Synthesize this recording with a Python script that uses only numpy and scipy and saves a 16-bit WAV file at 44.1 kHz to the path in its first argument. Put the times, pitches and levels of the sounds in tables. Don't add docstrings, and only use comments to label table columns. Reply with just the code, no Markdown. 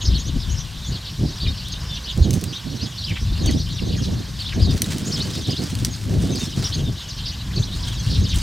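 import sys
import numpy as np
from scipy import signal
from scipy.fft import rfft, irfft, next_fast_len
from scipy.io import wavfile
from scipy.ndimage import uniform_filter1d

SR = 44100
rng = np.random.default_rng(int(sys.argv[2]) if len(sys.argv) > 2 else 0)


def put_to_file(sound):
    columns = np.atleast_2d(sound).T
    safe = np.clip(columns, -1, 1)
    whole_steps = np.round(safe * 32767)
    wavfile.write(sys.argv[1], SR, whole_steps.astype(np.int16))


N = 371322
T = np.arange(N) / SR

# pitch_hz, level_db
AIR_COLOUR = [(250, -3.5), (500, 1.5), (800, 1.5), (1130, 6), (1290, -0.5), (1550, 4.5), (2200, 0),
              (3500, 3.5), (5000, 4), (7200, -3.5), (9000, -8), (10800, -13), (12500, -7.5), (14700, -19)]
# pitch_hz, level_db
AIR_WIDE_COLOUR = [(800, 16), (2400, -19), (4000, -21), (6200, 0), (7500, 27.5), (9500, 18), (10500, 18),
                   (12000, 2), (15000, -15)]
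AIR_DB = -41.5

# start_s, level_db
FLOCK_LEVEL = [(0, -33), (.35, -38.5), (1.2, -37.5), (1.6, -35), (2.35, -45), (2.7, -36.5), (3.1, -35.5),
               (3.5, -32), (4.2, -38), (4.9, -40.5), (5.5, -30.5), (6, -48.5), (6.4, -32.5), (6.9, -41),
               (7.3, -32), (7.5, -43), (7.9, -33), (8.42, -31.5)]
# pitch_hz, level_db
FLOCK_COLOUR = [(1500, -39.5), (2500, -8.5), (2950, 3), (3600, 2), (4700, -2.5), (6200, 0.5), (7000, -7.5),
                (9000, -17.5)]
FLOCK_ANSWER_DB, FLOCK_ANSWER_S = -5.5, 0.067

# start_s, syllable, length_s,
# middle_pitch_hz, level_db
NEAR_NOTES = [(.01, "slur", .053, 6530, -33.5), (0.052, "arch", 0.039, 5400, -27),
              (0.134, "arch", 0.049, 4420, -29), (.174, "hook", 0.053, 6650, -37),
              (.25, "hook", 0.042, 6340, -38), (0.273, "buzz", 0.037, 3690, -36.5),
              (0.393, "slur", 0.045, 5100, -36.5), (.42, "slur", .038, 3700, -36),
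              (0.491, "hook", 0.056, 6560, -35.5), (0.573, "hook", 0.048, 5970, -33.5),
              (0.843, "whistle", 0.038, 3460, -35), (.841, "hook", 0.067, 6670, -39.5),
              (.912, "buzz", .06, 4600, -33.5), (1.044, "rasp", .06, 4150, -35.5),
              (1.239, "rasp", 0.095, 4450, -39), (1.395, "arch", 0.062, 4640, -30),
              (1.451, "dive", 0.026, 2710, -33), (1.467, "whistle", 0.035, 3725, -28),
              (1.57, "buzz", 0.047, 4620, -34.5), (1.645, "rise", 0.033, 3510, -35),
              (1.717, "whistle", .025, 6400, -35), (1.718, "rasp", 0.028, 4240, -31),
              (1.89, "whistle", 0.065, 3560, -32), (1.95, "rasp", 0.037, 3700, -31),
              (2.042, "rise", .023, 4630, -33), (2.072, "buzz", 0.055, 3750, -28.5),
              (2.218, "buzz", .04, 4270, -34), (2.226, "slur", .037, 6600, -39),
              (2.471, "whistle", 0.047, 4740, -38), (2.525, "hook", 0.061, 3700, -30.5),
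              (2.807, "rise", .035, 4790, -30.5), (2.838, "dive", .035, 4600, -37),
              (2.973, "slur", .06, 4270, -31.5), (3.038, "arch", 0.017, 4990, -26.5),
              (3.059, "dive", 0.071, 2775, -32), (3.151, "rasp", .032, 2560, -31.5),
              (3.468, "whistle", 0.026, 4480, -27), (3.469, "dive", .034, 2620, -34),
              (3.591, "hook", 0.033, 4740, -33), (3.697, "slur", 0.047, 4120, -33.5),
              (3.78, "dive", .02, 3290, -31.5), (3.886, "rise", 0.023, 4220, -34),
              (3.923, "rasp", 0.034, 3710, -34), (3.962, "dive", .04, 1740, -42),
              (3.974, "whistle", .029, 6570, -38), (4.019, "rasp", 0.045, 4370, -33),
              (4.389, "arch", .04, 4620, -29), (4.452, "rise", 0.03, 3640, -30),
              (4.473, "rasp", 0.029, 3800, -31.5), (4.519, "rasp", .02, 2254, -31.5),
              (4.608, "slur", .06, 4700, -29), (4.676, "whistle", .045, 3680, -33),
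              (4.686, "arch", 0.048, 5070, -32.5), (5.052, "hook", 0.047, 7050, -33),
              (5.116, "arch", 0.052, 5320, -26), (5.2, "rise", .032, 4240, -24.5),
              (5.322, "buzz", .06, 4900, -34.5), (5.44, "slur", 0.029, 3950, -31.5),
              (5.487, "arch", .05, 5090, -29), (5.564, "rise", 0.022, 4000, -28),
              (5.905, "whistle", .041, 6520, -38), (5.93, "buzz", 0.026, 4800, -35),
              (6.313, "whistle", .04, 6200, -34.5), (6.348, "slur", .037, 4690, -30.5),
              (6.398, "whistle", .057, 3640, -32), (6.637, "arch", 0.042, 5750, -25),
              (6.721, "hook", 0.041, 4390, -26.5), (6.74, "whistle", .02, 6400, -32),
              (6.787, "slur", 0.029, 3340, -36.5), (6.858, "whistle", 0.034, 3620, -34.5),
              (6.97, "buzz", 0.063, 3710, -35.5), (7.084, "dive", 0.039, 5200, -34),
              (7.171, "rasp", 0.042, 4070, -35), (7.253, "buzz", .055, 4810, -29.5),
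              (7.389, "hook", .035, 3860, -36.5), (7.505, "hook", 0.023, 2200, -41),
              (7.56, "slur", 0.029, 4470, -26.5), (7.622, "rise", 0.024, 3940, -27.5),
              (7.719, "rise", 0.031, 3950, -33), (7.806, "whistle", 0.068, 1000, -47),
              (7.824, "dive", .02, 4450, -31.5), (7.993, "whistle", 0.014, 6170, -32.5),
              (8.094, "rasp", 0.086, 4100, -29.5), (8.236, "dive", 0.041, 4540, -31.5),
              (8.291, "rasp", 0.053, 3730, -29.5)]
SYLLABLES = {"arch": (.69, .66, 0.21), "rise": (.83, 1.13, 0.26), "whistle": (1.02, 0.98, 0.091),
             "hook": (.8, 0.96, 0.49), "slur": (0.98, .84, 0.47), "buzz": (.93, .85, 0.71),
             "rasp": (1.25, .77, 0.903), "dive": (1.27, .69, 0.34)}

# start_s, length_s, rumble_db (large eddies), flutter_db (small eddies)
GUSTS = [(0.03, 0.13, -16, -30.5), (0.245, 0.032, -15.5, -25), (0.318, 0.044, -15, -26),
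         (0.43, 0.12, -21.5, -39.5), (0.875, 0.045, -18, -26), (1.169, 0.09, -19, -23.5),
         (1.393, 0.11, -19, -31), (2.144, 0.22, -18, -23.5), (2.358, 0.14, -45, -29.5),
         (2.615, 0.14, -30, -30), (2.781, 0.056, -25, -26.5), (3.064, 0.065, -19.5, -31.5),
         (3.19, 0.15, -20.5, -39), (3.385, 0.19, -19.5, -24), (3.787, 0.4, -21.5, -27.5),
         (4.522, 0.23, -20, -23.5), (4.777, 0.52, -32.5, -27.5), (5.318, 0.077, -32, -29),
         (5.441, 0.066, -28, -21), (5.572, 0.04, -34.5, -18.5), (5.685, 0.2, -25.0, -29),
         (5.988, 0.21, -20, -30.5), (6.076, 0.28, -29, -24), (6.374, 0.1, -46, -28),
         (6.54, 0.078, -22.5, -24.5), (6.733, 0.17, -25.5, -28), (7.528, 0.074, -18, -27),
         (7.7, 0.18, -27.0, -45), (8.05, 0.2, -19.5, -29.5), (8.296, 0.086, -18.0, -34.5)]
# start_s, rumble_db
DRAUGHT = [(0.0, -27.5), (0.82, -31.5), (1.04, -32.5), (1.33, -32.5), (1.85, -28.5), (2.03, -32.5),
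           (2.45, -27), (2.6, -38), (2.95, -34), (3.3, -24.5), (4.4, -29.5), (5.55, -31.5), (6.5, -30),
           (6.9, -25), (7.02, -36), (7.15, -30.5), (7.5, -25.5), (8.42, -26.5)]
# start_s, rumble_left_minus_right_db, flutter_left_minus_right_db
WIND_SIDE = [(0, 2.5, 4), (0.6, 8, 5.5), (0.91, 1.5, -3), (1.3, 1.5, -6.5), (1.7, 4, -6.5),
             (2.32, -6.5, -5), (3, -1, -17), (3.5, 4.5, -15), (4.1, 2.5, -23), (4.6, 6, -7), (5.55, 5, -10),
             (6.65, 4, -9), (7.4, 1, -3), (8.15, 2, -28), (8.42, 3, -14)]
# pitch_hz, level_db
RUMBLE_COLOUR = [(15, -22), (40, -14.5), (65, -2), (100, 2.5), (135, -2), (200, -10.5), (320, -43)]
# pitch_hz, level_db
DEEP_COLOUR = [(12, -26), (25, -7.5), (42, 2.5), (60, 7), (90, -8), (160, -25)]
# start_s, deep_rumble_db
DEEP_SHARE = [(0, 1), (1.2, -3.5), (2.2, 0.5), (2.6, -27), (3.2, 1.5), (3.8, -11), (4.6, -6), (5.2, -32),
              (6.2, -16), (7.2, -1.5), (8.4, -1.5)]
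# pitch_hz, level_db
FLUTTER_COLOUR = [(70, -18.5), (120, -1), (170, -0.5), (250, -3.5), (350, -11), (500, -20), (750, -28),
                  (1200, -51.5)]
# centre_s, peak_db, pitch_hz
THUMPS = [(.14, -19, 70), (0.37, -14, 55.4), (1.226, -40, 98), (2.219, -3, 71), (4.629, -4, 80),
          (7.604, -7.5, 115), (8.076, -7.5, 95), (8.191, -5, 80.5)]
GUST_ATTACK_S, GUST_RELEASE_S = 0.048, 0.032
DRAUGHT_FLUTTER_DB = -11.5

# start_s, length_s, level_db
RUSTLES = [(2.15, 0.024, -56), (2.335, .05, -41), (3.44, 0.093, -46.5), (4.38, 0.022, -49), (4.7, .11, -45),
           (4.82, .18, -41), (5.04, 0.087, -45.5), (5.12, 0.21, -45), (5.33, .09, -41), (5.46, .15, -48.5),
           (5.62, 0.25, -44.5), (5.88, .18, -52), (6.09, 0.15, -46), (6.2, .26, -43), (6.54, .16, -43.5),
           (6.72, 0.1, -49), (7.72, 0.59, -50.5), (8.335, .08, -40.5)]
# pitch_hz, level_db
LEAF_COLOUR = [(300, -13.5), (800, -3.5), (1500, 0), (2500, -1), (4000, 1.5), (6000, 0), (9000, -4),
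               (11000, -13), (15000, -16)]
RUSTLE_ATTACK_S, RUSTLE_RELEASE_S, LITTER_REST_DB = 0.007, 0.027, -56

# start_s, peak_db, main_ring_hz, splintering_s
SNAPS = [(1.684, -21, 4300, .004), (2.175, -22.5, 7000, 0.0077), (2.3073, -9.5, 6200, 0.0037),
         (2.331, -16, 4540, .003), (2.337, -12.5, 6240, 0.016), (2.413, -17.5, 6000, .002),
         (2.4395, -11, 8200, 0.0024), (3.46, -15, 6400, 0.0081), (3.511, -13, 4430, 0.0025),
         (4.779, -18.5, 4200, .003), (4.8189, -1.5, 5850, 0.0038), (4.843, -14.5, 3800, 0.0054),
         (4.983, -15, 5900, .002), (5.377, -30, 3700, .005), (5.638, -16.5, 5370, 0.0037),
         (5.7524, -12.5, 4560, .002), (5.789, -21, 3520, .01), (5.8482, -3.5, 5900, 0.0079),
         (6.222, -24, 8500, .003), (6.357, -20, 7900, .003), (6.454, -22, 3400, 0.0049),
         (8.346, -22, 3000, .008), (8.3587, -13, 7900, 0.0069), (8.385, -20, 6800, .006)]
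# pitch_hz, level_db
TWIG_COLOUR = [(500, -23), (1500, -11), (2600, -1), (4000, 2), (6000, 0), (7200, -0.5), (8500, 3.5),
               (10500, -2.5), (15000, -8)]

TOP_HZ = 15900


def undb(db):
    return 10 ** (np.asarray(db) / 20)


def unit(x):
    return x / np.sqrt(np.mean(x ** 2) + 1e-20)


def smooth(x, seconds):
    return uniform_filter1d(x, int(seconds * SR))


def curves(table):
    s, *columns = np.transpose(table)
    return [np.interp(T, s, column) for column in columns]


def colour(x, points):
    hz, db = np.transpose(points)
    size = 2 * next_fast_len(x.shape[-1] // 2 + 2048, True)
    octave = np.log2(np.arange(size // 2 + 1) * SR / size + 1)
    rolloff_db = 24 * np.maximum(octave - np.log2(hz[-1]), 0)
    response_db = np.interp(octave, np.log2(hz), db) - rolloff_db
    cepstrum = irfft(np.log(undb(response_db)))
    cepstrum[1:size // 2] *= 2
    cepstrum[size // 2 + 1:] = 0
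    return irfft(rfft(x, size) * np.exp(rfft(cepstrum)))[..., :x.shape[-1]]


def coloured_noise(points):
    return unit(colour(rng.standard_normal(N), points))


def walk(rate, size=N):
    k = max(int(SR / rate), 1)
    held = np.repeat(rng.standard_normal(size // k + 2), k)
    return unit(uniform_filter1d(uniform_filter1d(held, k), k))[:size]


def pan(x, db):
    left = undb(db) / (1 + undb(db))
    return 2 * np.array([x * left, x * (1 - left)])


def add(track, s, sound):
    i = int(np.clip(s * SR, 0, N))
    track[i:i + len(sound)] += sound[:N - i]


def swells(events, attack_s, release_s, rest_db):
    power = undb(rest_db) ** 2 + np.zeros(N)
    t = T[:SR]
    for s, length, db in events:
        shape = np.minimum(t / attack_s, 1) * np.exp(-np.maximum(t - length, 0) / release_s)
        add(power, s, (undb(db) * shape) ** 2)
    return np.sqrt(power)


def brush(x, t60, wet_db):
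    t = T[:SR // 2]
    decay = np.exp(-np.log(1000) * t / t60) * (t > .003)
    tails = rng.standard_normal((2, len(t))) * decay
    first, second = (signal.fftconvolve(x, tail / np.linalg.norm(tail))[:N] for tail in tails)
    sway = 2 * walk(3)
    return x + undb(wet_db) * (first * np.cos(sway) + second * np.sin(sway))


def air(side_db=-12.5, sway_db=1.5):
    hiss = coloured_noise(AIR_COLOUR)
    lower = signal.sosfiltfilt(signal.butter(2, 2600, fs=SR, output="sos"), hiss)
    hiss += lower * (undb(sway_db * walk(7.9)) - 1)
    wide = coloured_noise(AIR_WIDE_COLOUR) * np.array([[1], [-1]])
    return undb(AIR_DB) * (hiss + undb(side_db) * wide)


def note(length, start_hz, middle_hz, end_hz, buzz, buzz_hz=450, swing_hz=560, shake_hz=330, overhang=1.25):
    size = int(max(length, .005) * overhang * SR)
    u = np.linspace(-1, 1, size) * overhang
    slope = (end_hz - start_hz) / 2
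    bend = (start_hz + end_hz) / 2 - middle_hz
    arch = middle_hz + slope * u + bend * u ** 2
    vibration_hz = buzz_hz * np.exp(0.1406 * walk(60, size))
    vibration = np.sin(2 * np.pi * np.cumsum(vibration_hz) / SR)
    depth = np.clip(buzz, 0, 1) ** 1.226 + 0.07
    hz = arch + depth * (swing_hz * vibration + shake_hz * walk(900, size))
    strength = signal.windows.tukey(size, .6) * undb(1.55 * walk(250, size))
    return unit(strength * np.sin(2 * np.pi * np.cumsum(hz) / SR))


def flock(near, level_db=-3.9, bouts_db=1.2, pitch_hz=4300, spread=.25, glide=.16, scatter_db=2.0, count=850):
    out = np.zeros(N)
    starts = np.linspace(-.02, T[-1], count)
    for s, (length, pitch, rise, fall, size, buzz) in zip(starts, rng.standard_normal((count, 6))):
        hz = pitch_hz * np.exp(spread * np.clip(pitch, -2, 2))
        start_hz = hz * np.exp(glide * rise - .08)
        end_hz = hz * np.exp(glide * fall - .08)
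        sound = note(.035 * np.exp(.3 * length), start_hz, hz, end_hz, 0.22 + 0.298 * abs(buzz))
        add(out, s + .01 * rise, undb(scatter_db * size) * sound)
    chatter = unit(colour(brush(out, t60=0.16, wet_db=-7.5), FLOCK_COLOUR))
    chatter /= np.sqrt(smooth(chatter ** 2, .06) + 0.02)
    answer = undb(FLOCK_ANSWER_DB) ** 2 * smooth(near ** 2, FLOCK_ANSWER_S)
    calling = undb(curves(FLOCK_LEVEL)[0] + level_db + bouts_db * walk(12))
    return chatter * np.sqrt(calling ** 2 + answer)


def near_birds(level_db=-3.5):
    out = np.zeros(N)
    for s, syllable, length, hz, db in NEAR_NOTES:
        start, end, buzz = SYLLABLES[syllable]
        sound = note(length, start * hz, hz, end * hz, buzz)
        centred_s = s + (length - len(sound) / SR) / 2
        add(out, centred_s, undb(db + level_db) * sound)
    return brush(out, t60=0.11, wet_db=-7)


def add_thumps(rumble, thump_cycles=0.48):
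    t = T[:SR // 10] - .05
    for s, db, hz in THUMPS:
        swing = np.cos(2 * np.pi * hz * t + rng.uniform(0, 2 * np.pi))
        add(rumble, s + t[0], undb(db) * swing * np.exp(-(hz * t / thump_cycles) ** 2 / 2))


def wind(flicker_db=4.1, unrest_db=1.6, rumble_db=-0.93, flutter_db=-0.57, edge_db=4.0, hard_db=-34):
    gusts, draught_db = np.array(GUSTS), curves(DRAUGHT)[0]
    large = swells(gusts[:, :3], GUST_ATTACK_S, GUST_RELEASE_S, draught_db)
    large *= undb(unrest_db * walk(20))
    small = swells(gusts[:, [0, 1, 3]], GUST_ATTACK_S, GUST_RELEASE_S, draught_db + DRAUGHT_FLUTTER_DB)
    large_side_db, small_side_db = curves(WIND_SIDE)

    deep = undb(curves(DEEP_SHARE)[0]) * coloured_noise(DEEP_COLOUR)
    rumble = coloured_noise(RUMBLE_COLOUR) + deep
    rumble /= np.sqrt(smooth(rumble ** 2, .06) + 0.015)
    rumble *= large * undb(rumble_db)
    add_thumps(rumble)

    flicker = undb(flicker_db * walk(60))
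    eddies = unit(colour(rng.standard_normal(N), FLUTTER_COLOUR) * flicker)
    eddies /= np.sqrt(smooth(eddies ** 2, .075) + 0.029)
    body = signal.sosfiltfilt(signal.butter(2, 170, fs=SR, output="sos"), eddies)
    edge = signal.sosfilt(signal.butter(1, 350, "high", fs=SR, output="sos"), eddies)
    force = np.clip(2 * np.log10(small / undb(hard_db)), -1, 1)
    flutter = eddies - body + (undb(edge_db * force) - 1) * edge
    strength = small * undb(flutter_db)

    shared = signal.sosfiltfilt(signal.butter(1, 45, fs=SR, output="sos"), rumble)
    leaning = pan(rumble - shared + body * strength, large_side_db)
    return shared + leaning + pan(flutter * strength, small_side_db)


def litter(level_db=5.5, rate=1200, scatter_db=4.0, bunch_db=3.0, unrest_db=1.3,
           crack_s=0.00089, settle_s=0.0088, settle_db=-2.0):
    stir = swells(RUSTLES, RUSTLE_ATTACK_S, RUSTLE_RELEASE_S, LITTER_REST_DB)
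    stir *= undb(unrest_db * walk(30))
    density = np.clip(stir / undb(-41), .3, 2)
    happens = rng.random(N) < rate * density / SR
    size_db = scatter_db * np.minimum(rng.exponential(size=N), 3.2) + bunch_db * walk(70)
    power = (happens * undb(size_db)) ** 2 / density + 1e-18

    def fading(s):
        return signal.lfilter([1 / (s * SR)], [1, -np.exp(-1 / (s * SR))], power)

    envelope = np.sqrt(fading(crack_s) + undb(settle_db) ** 2 * fading(settle_s))
    crackle = envelope * rng.standard_normal(N)
    return unit(colour(crackle, LEAF_COLOUR)) * stir * undb(level_db)


def twigs(level_db=-3.0, ring_t60=0.0081, ring_share=0.12, splinter_db=-8, break_s=0.00098, rise_s=0.00012):
    out, t = np.zeros(N), T[:SR // 16]
    for s, db, hz, splinter_s in SNAPS:
        decay = np.exp(-t / break_s) + undb(splinter_db) * np.exp(-t / splinter_s)
        force = rng.standard_normal(len(t)) * decay * (1 - np.exp(-t / rise_s))
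        ring = np.cos(2 * np.pi * hz * t) * np.exp(-np.log(1000) * t / ring_t60)
        ringing = signal.fftconvolve(force, ring)[:len(t)]
        snap = colour(force + ring_share * ringing, TWIG_COLOUR)
        add(out, s, undb(db + level_db) * snap / np.abs(snap).max())
    return brush(out, t60=.07, wet_db=-12)


def scene(perch_db=0.0, perch_spread_db=0.4, goat_db=-1.1):
    near = near_birds()
    birds = pan(near, perch_db + perch_spread_db * walk(5)) + flock(near)
    goat = pan(litter() + twigs(), goat_db)
    return air() + birds + wind() + goat


def record(dry):
    return signal.sosfilt(signal.ellip(8, .2, 70, TOP_HZ, fs=SR, output="sos"), dry)


dry = scene()
out = record(dry)
put_to_file(out)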